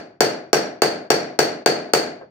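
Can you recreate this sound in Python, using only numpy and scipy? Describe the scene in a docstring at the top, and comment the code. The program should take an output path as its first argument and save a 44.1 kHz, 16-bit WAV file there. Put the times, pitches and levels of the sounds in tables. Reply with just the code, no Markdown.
"""A claw hammer drives a bearing into the hub of a small tyred wheel, in a wooden garage.
Evenly paced blows: hard contact crack, hollow wheel thud, short ring of steel modes.
The garage answers each with the same wall echoes and standing waves, plus a noise tail.
Close range: the blows are limited and overload the microphone. Last, a soft bump as the wheel is handled."""
import sys
import numpy as np
from scipy import signal
from scipy.fft import rfft, irfft, next_fast_len
from scipy.io import wavfile
from scipy.ndimage import uniform_filter1d

SR = 44100
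rng = np.random.default_rng(int(sys.argv[2]) if len(sys.argv) > 2 else 0)


def wrap_up_sound(samples):
    """Save the sound to the file named by the first command line argument, as 16-bit audio."""
    columns = np.atleast_2d(samples).T
    # keep every value between -1 and 1, then stretch to whole-number steps
    tamed = np.clip(columns, -1, 1)
    steps = np.round(tamed * 32767).astype(np.int16)
    wavfile.write(sys.argv[1], SR, steps)


N = 101429
AGE_S = np.arange(int(.8 * SR)) / SR

# hammer blows: (time [s], level [dB], bearing ring [dB], head ring [dB], rim ring [dB],
# treble shelf [dB], thud [dB], thud pitch [ratio])
HAMMER_BLOWS = [(-0.125, -7.5, -1, -3, -6, -4, -2.5, 1.0), (0.206, 0.5, -1, 0, 1, 1, -0.5, 1),
                (0.5303, 0, -3, 4, -4, 1, 0, 0.97), (0.8195, 0.5, 1, -15, -6, 0, 0, .98),
                (1.1033, 2, 0, 3.5, -13, -1.5, -0.5, 1), (1.3899, 0.5, -1, -0.5, -7, 1, -0.5, 1.01),
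                (1.6604, 4.5, 1.5, -8.5, -12, -3, 0, 1.015), (1.9352, 0.5, 0, -7.5, -7.5, 3.5, -0.5, 1.03)]
# contact crack spectrum: (frequency [Hz], density [dB])
CRACK_SPECTRUM = [(30, -25), (100, -17), (250, -8.5), (600, -8), (1100, 9), (2000, 2), (2900, -1),
                  (3600, -15), (6000, -1), (9000, -17), (11000, -30), (16000, -6)]
# wheel thud: (frequency [Hz], level [dB], t60 [s])
WHEEL_MODES = [(435.7, -9.5, 0.045), (523.6, -3.5, 0.021), (696.7, -8, .028), (827, -16.5, 0.035),
               (1064, -17, 0.026), (1597, -17, 0.066), (1872, -27, 0.016)]
# seated bearing: (frequency [Hz], level [dB], t60 [s], left-right [dB])
BEARING_MODES = [(4420, -11.5, 0.021, 11), (4592, -23.5, 0.057, 21.5), (4728, -19.5, 0.022, 18),
                 (4860, -18, 0.01, 20.5), (6320, -26, 0.015, -24), (7060, -20, 0.013, -7),
                 (8610, -13, 0.0053, -4.5), (15460, -20.5, 0.021, -9)]
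# hammer head: (frequency [Hz], level [dB], t60 [s], left-right [dB])
HEAD_MODES = [(5620, -20.5, 0.042, 11.5), (5642, -42, 0.35, -6.5)]
# wheel rim: (frequency [Hz], level [dB], t60 [s], left-right [dB])
RIM_MODES = [(778, -27, 0.066, 7), (1081, -46.5, 0.061, 0)]
# near-wall echoes: (delay [s], level [dB], left-right [dB])
WALL_ECHOES = [(0.0135, -7.5, -5.5), (.0205, -15, -5.5), (.041, -16, -5.5)]
# garage standing waves: (frequency [Hz], level [dB], t60 [s])
GARAGE_MODES = [(151.2, -40, .55), (187.3, -37.5, .48), (223.6, -43.5, 0.46), (303.1, -31, 0.54),
                (332.5, -28, 0.44), (382.5, -21.5, 0.37), (407, -29.5, 0.57), (435.6, -20.5, 0.33),
                (463.8, -24, 0.34), (491, -26.5, 0.34), (525, -25, .3), (607.3, -25, .4), (624, -32.5, .52),
                (690, -27.5, 0.47)]
# reverb spectrum: (frequency [Hz], density [dB])
TAIL_SPECTRUM = [(30, -45.5), (80, -35.5), (150, -9), (260, -8.5), (440, -4.5), (720, 0.5), (1050, -15.5),
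                 (1500, -7), (2400, -13.5), (3600, -21.5), (4500, -18), (5200, -18.5), (6600, -18),
                 (9000, -25.5), (11000, -31), (15500, -24.5)]
# reverb decay: (frequency [Hz], t60 [s])
TAIL_DECAY = [(100, 0.49), (260, 0.56), (700, 0.47), (1840, 0.42), (4850, 0.34), (8000, .25), (12800, .19)]
# soft wheel bumps: (time [s], level [dB])
WHEEL_BUMPS = [(2.2115, -34.5), (2.219, -32.5), (2.2305, -39.5), (2.240, -43.5)]
# room response to a bump: (frequency [Hz], density [dB])
BUMP_SPECTRUM = [(100, -25), (300, -10.5), (550, 8), (800, -5), (1100, -16), (1600, -10), (2300, -31),
                 (4000, -44), (12000, -70.5)]
# still air: (frequency [Hz], density [dB])
AIR_SPECTRUM = [(30, -14), (120, 22), (600, -7), (2000, -58), (6000, -41), (16000, -70.5)]
# stereo likeness of all noise: (frequency [Hz], left-right correlation [ratio])
STEREO_CORRELATION = [(100, 1), (250, 0.95), (500, 0.24), (1000, 0), (2000, 0.011), (16000, 0)]

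CRACK_DB, CRACK_T60_S, CRACK_PAN_DB, CRACK_FRESH_RATIO = -11, 0.029, -0.5, 0.77
TAIL_DB, TAIL_PAN_DB, TAIL_FRESH_RATIO, RING_REVERB_DB = -18, 2, 0.53, -6
RING_SWELL_DELAY_S, RING_SWELL_DB, RING_SWELL_T60_S = 0.057, -0.5, 0.047
THUD_ECHO_DB, TREBLE_SHELF_HZ = -1.5, 6630


def hammering():
    """Each blow: crack, thud and steel ring, then the garage's echoes and reverb."""
    out, crack_decay = np.zeros((2, N)), [(1000, CRACK_T60_S)]
    shared_crack = noise(CRACK_SPECTRUM, crack_decay)
    shared_tail = noise(TAIL_SPECTRUM, TAIL_DECAY)
    boom = garage_boom()
    garage_ir = noise([(1000, 0)], TAIL_DECAY) * build_up(rise_s=0.0085)
    garage_ir *= from_db(RING_REVERB_DB) / np.sqrt(np.sum(garage_ir ** 2) / 2)
    for time_s, level_db, bearing_db, head_db, rim_db, treble_db, thud_db, pitch_ratio in HAMMER_BLOWS:
        thud = from_db(thud_db) * wheel_thud(pitch_ratio)
        rings = from_db(bearing_db) * steel_ring(BEARING_MODES)
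        rings += from_db(head_db) * steel_ring(HEAD_MODES)
        crack = blend(shared_crack, noise(CRACK_SPECTRUM, crack_decay), CRACK_FRESH_RATIO)
        crack *= from_db(CRACK_DB) * pan(CRACK_PAN_DB)
        tail = blend(shared_tail, noise(TAIL_SPECTRUM, TAIL_DECAY), TAIL_FRESH_RATIO)
        tail *= from_db(TAIL_DB) * pan(TAIL_PAN_DB) * build_up(rise_s=0.0013)
        clank = crack + rings + from_db(rim_db) * steel_ring(RIM_MODES)
        ring_reverb = signal.fftconvolve(rings.mean(axis=0, keepdims=True), garage_ir, axes=1)
        blow = clank + thud + tail + boom + ring_reverb[:, :len(AGE_S)]
        blow += near_wall_echoes(clank + from_db(THUD_ECHO_DB) * thud)
        add(blow, RING_SWELL_DELAY_S, from_db(bearing_db) * bearing_ring_swell())
        treble = butterworth(blow, 1, TREBLE_SHELF_HZ, "high")
        blow += (from_db(treble_db) - 1) * treble
        add(out, time_s, from_db(level_db) * blow)
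    return out


def wheel_thud(pitch_ratio=1, lag_s=0.002135, pan_db=3, low_cut_hz=306):
    """Damped low modes just after contact; pitch depends on how the blow lands."""
    out = np.zeros((2, len(AGE_S)))
    modes = sum(mode(hz * pitch_ratio, db, t60_s) for hz, db, t60_s in WHEEL_MODES)
    add(out, lag_s, pan(pan_db) * modes)
    return butterworth(out, 2, low_cut_hz, "high")   # a small wheel radiates no bass


def steel_ring(modes, scatter_db=0.66, low_cut_hz=500):
    """Struck steel: modes of alternating sign, levels scattered per blow."""
    out = 0
    for k, (hz, db, t60_s, pan_db) in enumerate(modes):
        struck_db = db - scatter_db * rng.standard_normal()
        out += (-1) ** k * pan(pan_db) * mode(hz, struck_db, t60_s)
    return butterworth(out, 2, low_cut_hz, "high")


def bearing_ring_swell():
    """The bearing's clearest tone swells again briefly after the blow."""
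    hz, db = BEARING_MODES[1][:2]
    return from_db(RING_SWELL_DB) * pan(TAIL_PAN_DB) * mode(hz, db, RING_SWELL_T60_S)


def near_wall_echoes(direct, cutoff_hz=6490):
    """Early reflections, dulled by the wooden walls."""
    out, dulled = np.zeros_like(direct), butterworth(direct, 1, cutoff_hz, "low")
    for delay_s, level_db, pan_db in WALL_ECHOES:
        add(out, delay_s, from_db(level_db) * pan(pan_db) * dulled)
    return out


def garage_boom(spread_rad=0.36, pan_db=0.5):
    """Standing waves, slightly out of phase between the ears."""
    waves = 0
    for hz, db, t60_s in GARAGE_MODES:
        phase_rad = rng.uniform(0, 2 * np.pi) + spread_rad * rng.standard_normal((2, 1))
        waves += mode(hz, db, t60_s, phase_rad)
    return pan(pan_db) * build_up(rise_s=0.012) * waves


def wheel_handling(thud_db=-3, room_db=-12, room_t60_s=0.15, cutoff_hz=2500):
    """Soft contacts: only the wheel's low modes, plus a short room tail."""
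    out, thud = np.zeros((2, N)), from_db(thud_db) * wheel_thud()
    for time_s, level_db in WHEEL_BUMPS:
        room = from_db(room_db) * noise(BUMP_SPECTRUM, [(1000, room_t60_s)])
        add(out, time_s, from_db(level_db) * (thud + room))
    return butterworth(out, 2, cutoff_hz, "low")


def still_air(level_db=-68):
    """Faint, steady low noise."""
    return from_db(level_db) * noise(AIR_SPECTRUM, size=next_fast_len(N))[:, :N]


def mode(hz, db, t60_s, phase_rad=0):
    """One struck mode: a decaying sine."""
    return from_db(db - 60 * AGE_S / t60_s) * np.sin(2 * np.pi * hz * AGE_S + phase_rad)


def noise(spectrum, decay=None, size=len(AGE_S)):
    """Banded stereo noise, initial rms 1; optional t60 per band."""
    edges_hz = np.r_[20, 60, 100, np.geomspace(130, 17000, 29)]
    bins_hz, white = np.fft.rfftfreq(size, 1 / SR), rfft(rng.standard_normal((2, size)))
    out, power = 0, 0
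    for low_hz, high_hz in zip(edges_hz, edges_hz[1:]):
        hz = np.sqrt(low_hz * high_hz)
        fade = from_db(-60 * AGE_S / at_hz(decay, hz)) if decay else np.ones(size)
        band = irfft(white * ((bins_hz >= low_hz) & (bins_hz < high_hz)), size) * fade
        mid, side = band * np.sqrt(np.sum(fade ** 2) / np.sum(band ** 2, axis=1, keepdims=True))
        correlation = at_hz(STEREO_CORRELATION, hz)
        gain = from_db(at_hz(spectrum, hz)) * np.sqrt(high_hz - low_hz)
        out += gain * (np.sqrt(1 + correlation) * mid + np.sqrt(1 - correlation) * side * [[1], [-1]])
        power += 2 * gain ** 2
    return out / np.sqrt(power)


def blend(shared, fresh, fresh_ratio):
    """Constant-power mix of shared and per-blow noise."""
    return (shared + fresh_ratio * fresh) / np.sqrt(1 + fresh_ratio ** 2)


def build_up(rise_s, onset_s=0.0022):
    """Reflections start just after the blow and swell."""
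    return 1 - np.exp(-np.maximum(AGE_S - onset_s, 0) / rise_s)


def from_db(db):
    """Decibels to gain."""
    return 10 ** (np.asarray(db) / 20)


def pan(db):
    """Stereo gains for a left-right difference."""
    return from_db([[db / 2], [-db / 2]])


def at_hz(table, hz):
    """Table lookup, log-frequency axis."""
    points_hz, values = np.transpose(table)
    return np.interp(np.log(hz), np.log(points_hz), values)


def butterworth(x, order, cutoff_hz, kind):
    """Causal low- or high-pass."""
    return signal.sosfilt(signal.butter(order, cutoff_hz, kind, fs=SR, output="sos"), x)


def add(out, time_s, sound):
    """Mix in at a time; drop what falls outside."""
    offset = int(round(time_s * SR))
    start = max(offset, 0)
    part = sound[:, max(-offset, 0):max(out.shape[1] - offset, 0)]
    out[:, start:start + part.shape[1]] += part


def limiter(x, threshold_db=-7, detect_s=0.006, look_ahead_s=0.031, release_db_per_s=41):
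    """Gain ducks ahead of each blow and recovers through its tail."""
    power = uniform_filter1d(np.mean(x ** 2, axis=0), int(detect_s * SR))
    over_db = np.maximum(10 * np.log10(np.maximum(power, 1e-12)) - threshold_db, 0)
    recovery_db = release_db_per_s * np.arange(N) / SR
    held_db = np.maximum.accumulate(over_db + recovery_db) - recovery_db
    ahead = int(look_ahead_s * SR)
    duck_db = uniform_filter1d(np.pad(held_db, (0, ahead), "edge"), ahead)[ahead // 2:][:N]
    return x * from_db(-duck_db)


def scene(right_lag_s=0.00011):
    """Wheel slightly to the left, over still air."""
    work = hammering() + wheel_handling()
    out = still_air()
    add(out[:1], 0, work[:1])
    add(out[1:], right_lag_s, work[1:])
    return out


def record(dry, drive_db=7, low_cut_hz=36, high_cut_hz=15400):
    """Limiter, soft overload of the remaining peaks, band limits."""
    limited = limiter(from_db(drive_db) * dry)
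    clipped = limited / (1 + limited ** 8) ** .125
    steep_low_pass = signal.ellip(10, .2, 70, high_cut_hz, fs=SR, output="sos")
    return signal.sosfilt(steep_low_pass, butterworth(clipped, 1, low_cut_hz, "high"))


dry = scene()
out = record(dry)
wrap_up_sound(out)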